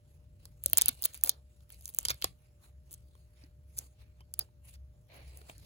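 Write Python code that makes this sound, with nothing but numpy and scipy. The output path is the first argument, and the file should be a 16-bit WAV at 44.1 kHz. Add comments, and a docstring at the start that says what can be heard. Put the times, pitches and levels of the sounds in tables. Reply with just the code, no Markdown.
"""First a low rumble with a faint hum and soft brushing, then a hook-and-loop strip rips open in two short pulls.
The strip is on a plush toy in a carpeted room; hooks snap as short noise bursts that ring the tape (damped
modes) and thud the stuffing, small hooks crackle; tearing loops and late soft scuffs are trains of random breaks.
Fingers brush the plush and the toy slides on the carpet as shaped noise; stiff tape squeaks as wandering sines.
Late soft ticks come from handling. A short diffuse tail follows hooks and tears; two ports hear it all."""
import sys
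import numpy as np
from scipy import signal
from scipy.fft import rfft, irfft, next_fast_len
from scipy.io import wavfile
from scipy.ndimage import uniform_filter1d

SR = 44100
rng = np.random.default_rng(int(sys.argv[2]) if len(sys.argv) > 2 else 0)


def file_out(sig):
    """Save sig as 16-bit WAV at sys.argv[1]."""
    # one column per channel
    cols = np.atleast_2d(sig).T
    # limit, then scale
    lim = np.clip(cols, -1, 1)
    pcm = np.round(lim * 32767).astype(np.int16)
    wavfile.write(sys.argv[1], SR, pcm)


N = 249165  # length [samples]


def gain_of(db):
    """Level law: decibels to an amplitude factor."""
    return 10 ** (np.asarray(db) / 20)


def evened(x):
    """Power normalisation: scales to rms 1."""
    return x / np.sqrt(np.mean(x ** 2) + 1e-20)


def read(points, hz):
    """Logarithmic pitch axis: interpolates a curve over log frequency."""
    f, value = np.transpose(points)
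    return np.interp(np.log(hz + 1), np.log(f + 1), value)


def causal(points, size=1024):
    """Minimum phase: the impulse that packs a spectrum's energy earliest, peak 1."""
    level_db = read(points, abs(np.fft.fftfreq(size, 1 / SR)))
    log_gain = np.log(gain_of(np.maximum(level_db, -100)))
    spectrum = np.exp(np.conj(signal.hilbert(log_gain)))
    taps = np.fft.ifft(spectrum).real[:size // 2]
    return taps / abs(taps).max()


def ring(modes, detune):
    """Modal decay: a sum of sines, each dying at a rate set by its bandwidth, peak 1."""
    t = np.arange(800) / SR
    out = 0
    for (hz, width_hz, db), shift in zip(modes, detune):
        decay = np.exp(-np.pi * width_hz * t)
        out = out + gain_of(db) * decay * np.sin(2 * np.pi * hz * shift * t)
    out *= 1 - np.exp(-t / .00015)  # each ring swells in over a fraction of a millisecond
    return out / abs(out).max()


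def held(start, rise, hold, t60):
    """Exponential release: linear rise, hold, then decay by 60 dB per t60; times in s."""
    t = np.arange(N) / SR - start
    return np.clip(t / rise, 0, 1) * gain_of(-60 * np.maximum(t - rise - hold, 0) / t60)


# likeness of the noise at the two ports: (frequency [Hz], coherence [0 to 1])
PORT_COHERENCE = [(100, 0.98), (500, 0.62), (1500, 0.067), (4000, 0.087), (6000, 0.077), (7000, 1),
                  (16000, 0.85)]


def port_noise(points, grain):
    """Partial coherence: coloured noise at two ports sharing an envelope, rms 1 over both."""
    size = next_fast_len(N)
    hz = np.fft.rfftfreq(size, 1 / SR)
    first, other = rfft(rng.standard_normal((2, N)) * grain, size)
    same = np.clip(read(PORT_COHERENCE, hz), 0, 1)
    second = same * first + np.sqrt(1 - same ** 2) * other
    coloured = np.array([first, second]) * gain_of(read(points, hz))
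    return evened(irfft(coloured, size)[:, :N])


# relative spectrum of the low rumble: (frequency [Hz], level [dB])
RUMBLE_SPECTRUM = [(12, -58), (25, -36.5), (34, -19.5), (50, -6), (58, -5), (66, 7), (76, -6), (100, -7),
                   (140, -10), (200, -25), (476, -37), (900, -47.5), (1200, -63), (2000, -120)]
# level of the rumble, rising and falling: (time [s], level [dB])
RUMBLE_LEVEL = [(0.0, -57), (0.93, -50.5), (0.96, -59), (2.01, -57), (2.11, -46.5), (2.2, -64),
                (2.26, -46.5), (2.42, -60.5), (3.07, -54), (3.16, -59.5), (3.78, -55.5), (3.96, -62),
                (4.04, -52), (4.11, -57.5), (5.6, -54.5), (5.65, -47.5)]
# relative spectrum of the steady hiss: (frequency [Hz], level [dB])
HISS_SPECTRUM = [(600, -23), (1200, 4.5), (4000, -1.5), (9000, -3.5), (15500, -4), (16000, -40.5)]
HISS_DB = -83.5
# faint hum lines: (frequency [Hz], rms level [dB])
HUM_LINES = [(360, -88), (479, -88), (598, -79)]


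def room_tone(waver=0.013):
    """Noise floor: narrow-band rumble of wandering level, steady hiss and frequency-modulated hum lines."""
    t = np.arange(N) / SR
    rumble_gain = gain_of(np.interp(t, *np.transpose(RUMBLE_LEVEL)))
    out = rumble_gain * port_noise(RUMBLE_SPECTRUM, 1)
    out += gain_of(HISS_DB) * port_noise(HISS_SPECTRUM, 1)
    for hz, db in HUM_LINES:
        drift = 1 + waver * evened(uniform_filter1d(rng.standard_normal(N), 3000))
        phase = 2 * np.pi * np.cumsum(hz * drift) / SR
        out = out + gain_of(db) * np.sqrt(2) * np.sin(phase)
    return out


# relative spectrum of the toy's flank on the carpet: (frequency [Hz], level [dB])
DRAG_SPECTRUM = [(150, -40.5), (250, -13.5), (443, -9), (649, -2), (1360, -23.5), (1640, -14), (2240, -6),
                 (3290, -17.5), (4440, -12), (4820, -26), (6500, -29), (8450, -60), (14300, -120)]
# slides of the toy: (start [s], hold [s], level [dB])
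SLIDES = [(5.079, 0.072, -59), (5.22, 0.084, -77.5)]
SLIDE_RISE_S, SLIDE_T60_S = 0.05, 0.36


def sliding(grain_db=2.0):
    """Friction noise: rough hiss with the hollow colour of the stuffed body."""
    grain = gain_of(grain_db * evened(uniform_filter1d(rng.standard_normal(N), 150)))
    hiss = port_noise(DRAG_SPECTRUM, grain)
    level = sum(gain_of(db) * held(s, SLIDE_RISE_S, hold, SLIDE_T60_S) for s, hold, db in SLIDES)
    return hiss * level


# relative spectra of the three brushing bands: (frequency [Hz], level [dB])
FIZZ_SPECTRUM = [(5000, -30), (6500, -6), (8700, 0), (10500, -5), (12500, -8), (15700, -11), (16000, -45)]
SWISH_SPECTRUM = [(1200, -12.5), (1900, -7), (2700, -2), (3600, -7), (4400, -3.5), (5300, -10.5),
                  (6200, -14), (7000, -39.5)]
PRESS_SPECTRUM = [(150, -22), (280, -4.5), (600, -3.5), (1200, -10.5), (2000, -19.5)]
# finger strokes, levels before the band trims of fingers():
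# (peak time [s], rise [s], fall [s], fizz [dB], swish [dB], press [dB])
STROKES = [(0.1, .1, 0.35, -77.5, -82, -80), (0.46, 0.13, 0.13, -71.5, -72.5, -71),
           (0.645, 0.029, 0.24, -56, -63, -80), (0.72, 0.14, 0.5, -59.5, -72, -65.5),
           (0.795, 0.052, 0.097, -58, -45.5, -68), (0.881, 0.069, .07, -73, -51.5, -76),
           (0.93, 0.079, 0.066, -59, -84, -66), (1.1, 0.3, 0.054, -60, -62, -63.5),
           (1.15, 0.078, 0.084, -54.5, -58, -80), (1.26, 0.048, 0.11, -66.5, -57.5, -51.5),
           (1.62, 0.28, 0.059, -73.5, -80.5, -87), (1.72, 0.045, 0.089, -66, -66, -76),
           (1.88, 0.16, 0.12, -55.5, -70, -92), (2.04, 0.15, 0.29, -58.5, -61, -65),
           (2.244, 0.02, 0.054, -46, -48.5, -80.5), (2.46, 0.22, 0.074, -74.5, -78.5, -79),
           (2.645, .08, 0.075, -64.5, -71, -64), (2.9, 0.085, 0.37, -70, -76, -76),
           (3.19, 0.13, 0.23, -75.5, -80, -77), (3.43, 0.1, 0.076, -68, -65, -71),
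           (3.82, 0.14, 0.1, -60, -67, -64.5), (3.86, 0.066, 0.04, -62, -72, -78),
           (4.009, 0.11, 0.12, -79, -71.5, -76.5), (4.21, .1, 0.052, -84, -75, -75.5),
           (4.41, 0.046, 0.061, -58, -64.5, -59.5), (4.65, 0.023, 0.059, -61.5, -71.5, -83.5),
           (4.69, 0.046, .04, -54.5, -62, -65), (4.74, 0.052, 0.029, -59.5, -62, -79.5),
           (5.16, 0.07, 0.096, -82, -67.5, -56.5), (5.279, .1, 0.13, -66, -64.5, -75.5),
           (5.391, 0.26, 0.14, -63.5, -67.5, -65.5), (5.499, 0.1, 0.076, -61, -61, -60.5),
           (5.64, 0.26, 0.085, -68, -67, -68)]
FADE_DB = -20.5  # change of level over one rise or fall time away from the peak
RESTING_DB = (-90, -96, -82.5)  # the hand lying still, before the trims: fizz, swish, press


def brushing(t):
    """Energy summation: band gains from strokes that swell to a peak and fade, added as powers."""
    power = gain_of(RESTING_DB)[:, None] ** 2 * np.ones(len(t))
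    for s, rise, fall, *levels_db in STROKES:
        away = np.where(t < s, (s - t) / max(rise, .01), (t - s) / max(fall, .01))
        power = power + (gain_of(levels_db)[:, None] * gain_of(FADE_DB * away)) ** 2
    return np.sqrt(power)


def fingers(patchy_db=2.0, fibre_db=-0.5, colour_db=3.5, fizz_db=-1.5, swish_db=-1.0, press_db=-0.5):
    """Friction on pile: skin sliding gives three bands of uneven hiss whose colour wanders."""
    grain = gain_of(patchy_db * evened(uniform_filter1d(rng.standard_normal(N), 400)))
    flicks = uniform_filter1d(rng.exponential(1, N) ** 2, 40) - 2
    grain *= gain_of(fibre_db * evened(flicks))  # negative: each burst of fibre flicks dips the level
    t, steps = np.arange(N) / SR, np.arange(0, N, 64) / SR
    spectra = (FIZZ_SPECTRUM, SWISH_SPECTRUM, PRESS_SPECTRUM)
    hiss = 0
    for spectrum, gain, trim_db in zip(spectra, brushing(steps), (fizz_db, swish_db, press_db)):
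        hiss = hiss + np.interp(t, steps, gain) * gain_of(trim_db) * port_noise(spectrum, grain)
    z = signal.stft(hiss, nperseg=256)[2]
    patches = rng.standard_normal(z.shape[1:])
    patches = uniform_filter1d(uniform_filter1d(patches, 4, 0), 24, 1)  # smooth over pitch, then time
    return signal.istft(z * gain_of(colour_db * evened(patches)), nperseg=256)[1][:, :N]


# faint squeaks of stiff tape, level before the envelope:
# (start [s], hold [s], frequency [Hz], bandwidth of each of two equal poles [Hz], level [dB])
SQUEAKS = [(0.92, 0.17, 2860, 130, -74), (4.204, .012, 3090, 120.7, -72), (4.204, .008, 1024, 200, -65.5),
           (4.407, .008, 4820, 403, -44.5)]
SQUEAK_T60_S = .04


def squeaks():
    """Narrow-band noise: rubbing tape as a sine whose size and phase wander as its bandwidth allows."""
    out, t = np.zeros(N), np.arange(N) / SR
    for s, hold, hz, width, db in SQUEAKS:
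        r = np.exp(-np.pi * width / SR)
        noise = rng.standard_normal(N) + 1j * rng.standard_normal(N)
        wander = signal.lfilter([1], [1, -2 * r, r * r], noise)
        tone = evened((wander * np.exp(2j * np.pi * hz * t)).real)
        out += gain_of(db) * held(s, 0.0014, hold, SQUEAK_T60_S) * tone
    return out


# relative spectrum of one snap, for tears and hooks: (frequency [Hz], level [dB])
SNAP_SPECTRUM = [(800, -52.5), (2000, -38), (4000, -23.5), (6000, -6), (8500, 5), (11000, 0.5), (15000, 2),
                 (16000, -7.5), (17000, -27)]
# modes of the stiff tape, for tears and hooks: (frequency [Hz], bandwidth [Hz], level [dB])
TAPE_MODES = [(1540, 1000, 6), (2257, 770, -1), (3450, 900, -2), (4410, 990, -0.5), (5237, 3600, -12)]
# clumps of loops tearing in one go, and after 3 s short soft scuffs of handling;
# each is cut off after 3000 samples of breaks:
# (start [s], length [s], level [dB], tape ring over it [dB], mean break rate [1/s])
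TEARS = [(0.77, 0.0027, -46, -13, 5400), (0.784, 0.004, -39, -1, 3600), (0.889, 0.0055, -30.5, -2.5, 4600),
         (1.045, 0.017, -26.5, -14.5, 13800), (1.235, 0.094, -41.5, -10.5, 1700),
         (2.092, 0.026, -43, 9, 4600), (3.766, 0.032, -45.5, -12, 1200), (4.203, 0.013, -70.5, -9, 5800),
         (4.394, 0.0051, -61, 16, 5600), (4.681, 0.0046, -64.5, 0, 7300), (4.74, 0.02, -70.5, 7, 4300),
         (2.243, 0.004, -53, 21.5, 10000), (5.47, 0.019, -91, 16.5, 1300)]


def tears(spread_db=2.5):
    """Random impulse train: small fibres breaking in a clump of loops; late soft scuffs share the formula."""
    out = np.zeros(N + 4000)
    snap, tape = causal(SNAP_SPECTRUM), np.diff(ring(TAPE_MODES, np.ones(5)))
    snap, tape = snap / np.linalg.norm(snap), tape / np.linalg.norm(tape)
    t = np.arange(3000) / SR
    for (s, length, db, tape_db, per_s), z in zip(TEARS, rng.random((len(TEARS), 3, 3000))):
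        sizes = gain_of(-spread_db * np.log(z[0] + 0.027))
        breaks = evened(sizes * (z[1] < per_s / SR) * np.sign(z[2] - .5))
        breaks = breaks * np.sin(np.pi * np.clip(t / length, 0, 1)) ** .5
        tape_ring = gain_of(tape_db) * np.convolve(breaks, tape)[:3500]
        sound = tape_ring + np.convolve(breaks, snap)[:3500]
        out[round(s * SR):][:3500] += gain_of(db) * sound
    return out[:N]


# small hooks letting go at random while the strip is under tension; level before its random spread,
# ring before the trim of hooks(): (start [s], end [s], snap rate [1/s], level [dB], tape ring over it [dB])
CRACKLE = [(0.661, 0.77, 94, -41.5, -7.5), (0.79, 0.953, 90, -38.5, -9.5), (1.014, 1.035, 110, -33.5, -4),
           (1.135, 1.17, 90, -36.5, -12.5), (1.24, 1.316, 130, -36.5, -10), (1.718, 1.73, 300, -41, -23),
           (1.819, 1.905, 75, -39.5, -13), (1.931, 2.035, 80, -37.5, -21), (2.057, 2.13, 100, -39, -0.5),
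           (2.91, 2.949, 340, -41, -17.5)]
SMALL_DB, SMALL_BRIGHT_DB = 5, 3  # random spreads: level [dB], brightness [dB per octave]
SMALL_TAPE_HZ, SMALL_THUD_HZ = 3687, 526  # median frequencies
SMALL_THUD_DB = -30  # over the snap


def crackle():
    """Stratified random timing: one small hook in each slot, size and colour by chance, as SNAPS rows."""
    rows = []
    for start, end, per_s, db, tape_db in CRACKLE:
        slots = np.arange(start, end - .5 / per_s, 1 / per_s)
        for s, place, z in zip(slots, rng.random(40), rng.standard_normal((40, 4))):
            tape_hz = SMALL_TAPE_HZ * np.exp(.13 * z[2])
            thud_hz = SMALL_THUD_HZ * np.exp(.4 * z[3])
            rows.append((s + place / per_s, db + SMALL_DB * z[0], SMALL_BRIGHT_DB * z[1], tape_db,
                         tape_hz, SMALL_THUD_DB, thud_hz))
    return rows


# hooks snapping free, later also small handling ticks; ring before the trim of hooks():
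# (time [s], snap peak [dB], brightness above 6 kHz [dB per octave], tape ring over the snap [dB],
#  tape ring centre [Hz], stuffed body thud over the snap [dB], thud [Hz])
SNAPS = [(0.4549, -34, 6, -3, 3460, -24.5, 1000), (0.6383, -17, 8, -25.5, 3320, -55, 420),
         (0.6607, -3.5, 2.5, -22.5, 3460, -29.5, 558), (0.6993, -26, 4.5, -25.5, 4100, -41, 538),
         (0.7324, -2, 12.5, -17.5, 4130, -30, 662), (0.773, 0, -1.5, -17, 4900, -44, 725),
         (0.7804, -1, -3, -19.5, 4800, -39.5, 1690), (0.784, 2, 6.5, -14.5, 3070, -35.5, 1570),
         (0.8132, -7.5, -1, -8.5, 3590, -39.5, 1036), (0.8195, -2.5, -4.5, -13.5, 4900, -33, 1010),
         (0.8478, -36, 10.5, -24, 3210, -48, 549), (0.859, -12, 5, -15, 2980, -35, 1000),
         (0.8835, -2, 2.5, -16, 3600, -39, 620), (0.8893, -6, 4, -15, 3280, -33, 256),
         (1.0231, -13, 5, -43, 4500, -58, 610), (1.0394, -18.5, 16, -5.5, 4600, -32, 720),
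         (1.0439, -17.5, 9, -22, 3900, -36, 1120), (1.0459, -23, 8, -19, 4500, -36, 1110),
         (1.0546, -4, 29.5, -12, 4330, -37, 636), (1.1449, -25, 5, -9, 2680, -41, 603),
         (1.176, -33, 11, -24, 4680, -34.5, 244), (1.2119, -39.5, -9.5, -12, 3770, -30, 1380),
         (1.2375, -3, 13.5, -26, 4000, -64, 870), (1.2465, -15.5, 19, -14, 3600, -23, 710),
         (1.2616, -19, 4.5, -11, 4200, -57, 334), (1.2738, -29, -1, -4, 2500, -36, 520),
         (1.294, 1.5, 8, -15.5, 3500, -42, 1496), (1.606, -67, 3, 14, 3230, -10, 605),
         (1.6933, -45.5, 5, -10, 3900, -25, 289), (1.7032, -37.5, 10, -4.5, 3000, -30, 990),
         (1.7443, -41, 3, -11, 3730, -30, 536), (1.8102, -39, 5, -8, 4100, -21.5, 650),
         (1.8564, -21.5, -6, -20, 4600, -64, 370), (1.8791, -28.5, 0, -17, 4020, -47, 600),
         (1.89, -27, 3.5, -14.5, 3100, -50, 322), (1.9011, -38, 13, -21, 3200, -21, 1060),
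         (1.9474, -23, 4.5, -25.5, 4200, -43, 575), (1.9875, -5.5, 2, -23, 3180, -39.5, 563),
         (2.052, -12.5, -4.5, -4, 4000, -29, 1143), (2.0553, -16.5, -8, -1, 3800, -32.5, 483),
         (2.0849, -15.5, -9, 3.5, 3980, -27, 960), (2.0981, -19.5, -27.5, -10.5, 3430, -24.5, 1073),
         (2.1043, -16.5, -2, 1, 2980, -13.5, 1200), (2.1074, -26.5, 15, -15.5, 3170, -22, 1320),
         (2.1119, -26, 9.5, -32, 3300, -16, 1327), (2.1439, -32.5, 11, -12, 4048, -24.5, 580),
         (2.2166, -35, 8.5, 2, 3890, -38.5, 1200), (2.2227, -22, 9, 6, 4100, -21, 1300),
         (2.2433, -9.5, 0.5, -6.5, 4400, -14.5, 1124), (2.2455, -31, -2, 0, 2278, 1.5, 750),
         (2.9291, -29.5, 1.5, -15, 3960, -50, 597), (2.9397, -31.5, -2, -20, 3646, -38, 604),
         (3.153, -55.5, -6, -3, 3183, 2, 1050), (3.438, -61, -4.5, 11, 3900, 10.5, 282),
         (3.784, -23, -16, -33, 4830, -29.5, 556.5), (3.7884, -16, -6.5, -25.5, 4716, -43, 319.8),
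         (4.207, -64, -1.5, 16, 2730, 9, 860), (4.3393, -21.5, 3.5, -12, 4190, -29.5, 1507),
         (4.3926, -12.5, 12.5, -13, 4700, -24.5, 1550), (4.4074, -45, -2, 2.5, 4650, -28, 362),
         (4.489, -76, -9, 5, 1512, 15, 897), (4.7403, -45.5, -5.5, -21, 3093, -22.5, 550.4),
         (5.3734, -36.5, -2, -29, 3764, -20, 614), (5.416, -57, -6, 10.5, 1940, 6, 418),
         (5.4975, -46.5, 12, 13, 1950, 4, 670), (5.581, -38, -7.5, -14, 4200, -21, 286),
         (5.6005, -55, -2, -17, 3100, -21, 577)]
SLIP_MS, SLIP_SPREAD = .22, 0.31  # median time scale of letting go, its log spread
HANDLING_FROM_S, TICK_SLIP_MS = 3.0, 0.66  # strip open: soft handling slips longer (before the 0.6 ms limit)
TAPE_DETUNE = .05  # each snap finds the tape modes shifted a little


def hooks(tape_db=-4.5, scatter_db=-12.0, floor_db=-2.5, focus_db=16.0, thud_width=0.13):
    """Impulsive excitation: each hook's quick slips click, ring the tape and thud the stuffing."""
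    out, t = np.zeros((2, N + 2000)), np.arange(200) / SR
    rows = SNAPS + crackle()
    draws = rng.standard_normal((200, 640))
    for (s, db, bright, tape, tape_hz, thud, thud_hz), z in zip(rows, draws):
        slip_ms = (SLIP_MS if s < HANDLING_FROM_S else TICK_SLIP_MS) * np.exp(SLIP_SPREAD * z[600])
        u = t / (np.clip(slip_ms, .05, .6) * 1e-3)
        slips = z[:200] * u ** 2 * np.exp(-1.6 * u)  # the slips build up, then die out
        colour = [(f, g + bright * np.log2(max(f, 6000) / 9000)) for f, g in SNAP_SPECTRUM]
        click = np.convolve(slips, causal(colour))
        jerk = abs(slips) ** 3  # the largest slips jerk the tape
        # the place of the hook picks the modes: focus_db is lost per octave from the centre
        struck = [(f, w, g - focus_db * abs(np.log2(f / tape_hz))) for f, w, g in TAPE_MODES]
        tape_ring = np.diff(np.convolve(jerk, ring(struck, 1 + TAPE_DETUNE * z[601:])))
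        stuffing = [(thud_hz, thud_width * thud_hz, 0), (thud_hz / 2.2, 120, -5)]
        sound = gain_of(thud) * ring(stuffing, [1, 1]) * np.ones((2, 1))
        sound[:, :len(click)] += click / abs(click).max()
        for port in range(2):  # the hand scatters the ring differently to each port
            scatter = z[200 + 200 * port:400 + 200 * port]
            bounce = gain_of(scatter_db) * scatter * np.exp(-t / .0006)
            bounce[97] += gain_of(floor_db)  # one bounce off the floor, 2.2 ms late
            heard = tape_ring[:800] + np.convolve(tape_ring, bounce)[:800]
            sound[port] += gain_of(tape + tape_db) * heard / abs(tape_ring).max()
        at = round((s - 1.25 * slip_ms * 1e-3) * SR)  # start early, by the slips' build-up
        out[:, at:at + 800] += gain_of(db) * sound
    return out[:, :N]


# decay of the room tail: (frequency [Hz], t60 [s])
ROOM_T60 = [(300, 0.12), (1500, 0.16), (4000, 0.15), (9000, 0.028), (16000, 0.03)]
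# relative colour of the tail, strongest near 4 kHz and darker above: (frequency [Hz], level [dB])
TAIL_COLOUR = [(300, -3.5), (1500, -4), (4000, 3), (7000, 0), (10000, -5), (16000, -9)]


def room(x, near_db=-18.0, far_db=-21.0, near_t60=.009):
    """Diffuse reverberation: quick scatter off hand and carpet, then noise whose bands decay separately."""
    tail = port_noise([(20, 0.001), (20000, 0.015)], 1)[:, :SR // 2]
    hz, t, z = signal.stft(tail, SR, nperseg=256)
    decay_db = read(TAIL_COLOUR, hz)[:, None] - 60 * t / read(ROOM_T60, hz)[:, None]
    far = signal.istft(z * gain_of(decay_db), SR, nperseg=256)[1][:, :SR // 2]
    t = np.arange(SR // 2) / SR
    far *= np.clip((t - .002) / 0.0031, 0, 1)
    near = tail[:, ::-1] * gain_of(-60 * t / near_t60) * (t > .0004)
    taps = gain_of(far_db) * far / np.linalg.norm(far[0])
    taps = taps + gain_of(near_db) * near / np.linalg.norm(near[0])
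    return signal.oaconvolve(x.mean(0)[None], taps, axes=1)[:, :N]


def scene():
    """Superposition: hooks and tears with their room, over brushing, sliding, squeaks and room tone."""
    rip = hooks() + tears()
    return rip + room(rip) + fingers() + sliding() + squeaks() + room_tone()


# level difference of the ports: (frequency [Hz], left over right [dB])
PORT_TILT = [(60, 1.5), (99, 0), (160, 1), (270, 0.5), (450, -2.5), (740, -2), (1220, 1), (2010, -2.5),
             (3330, 1), (5500, -4.5), (9080, 1), (15000, -0.5)]
SPLIT_HZ, LEFT_LAG_S, RIGHT_LOW_LAG_S = 6000, 9 / 44100, 22 / 44100
EDGE_HZ = 16700  # upper band limit


def record(dry, ceiling=0.68):
    """Interaural-style cues: port lags, treble a quarter cycle apart, level tilt; soft overload, band limit."""
    size = next_fast_len(N + 4096)
    hz = np.fft.rfftfreq(size, 1 / SR)
    high = np.sin(np.pi / 2 * np.clip((hz - SPLIT_HZ) / 800 + .5, 0, 1)) ** 2
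    left = (1 - high + 1j * high) * np.exp(-2j * np.pi * hz * LEFT_LAG_S)
    right = (1 - high) * np.exp(-2j * np.pi * hz * RIGHT_LOW_LAG_S) + high  # treble has no lag here
    half = gain_of(read(PORT_TILT, hz) / 2)
    ports = irfft(rfft(dry, size) * [half * left, right / half], size)[:, :N]
    ports = ceiling * np.tanh(ports / ceiling)
    lowpass = signal.firwin(255, EDGE_HZ, window=("kaiser", 10), fs=SR)
    return signal.oaconvolve(ports, lowpass[None], "same")


dry = scene()
out = record(dry)
file_out(out)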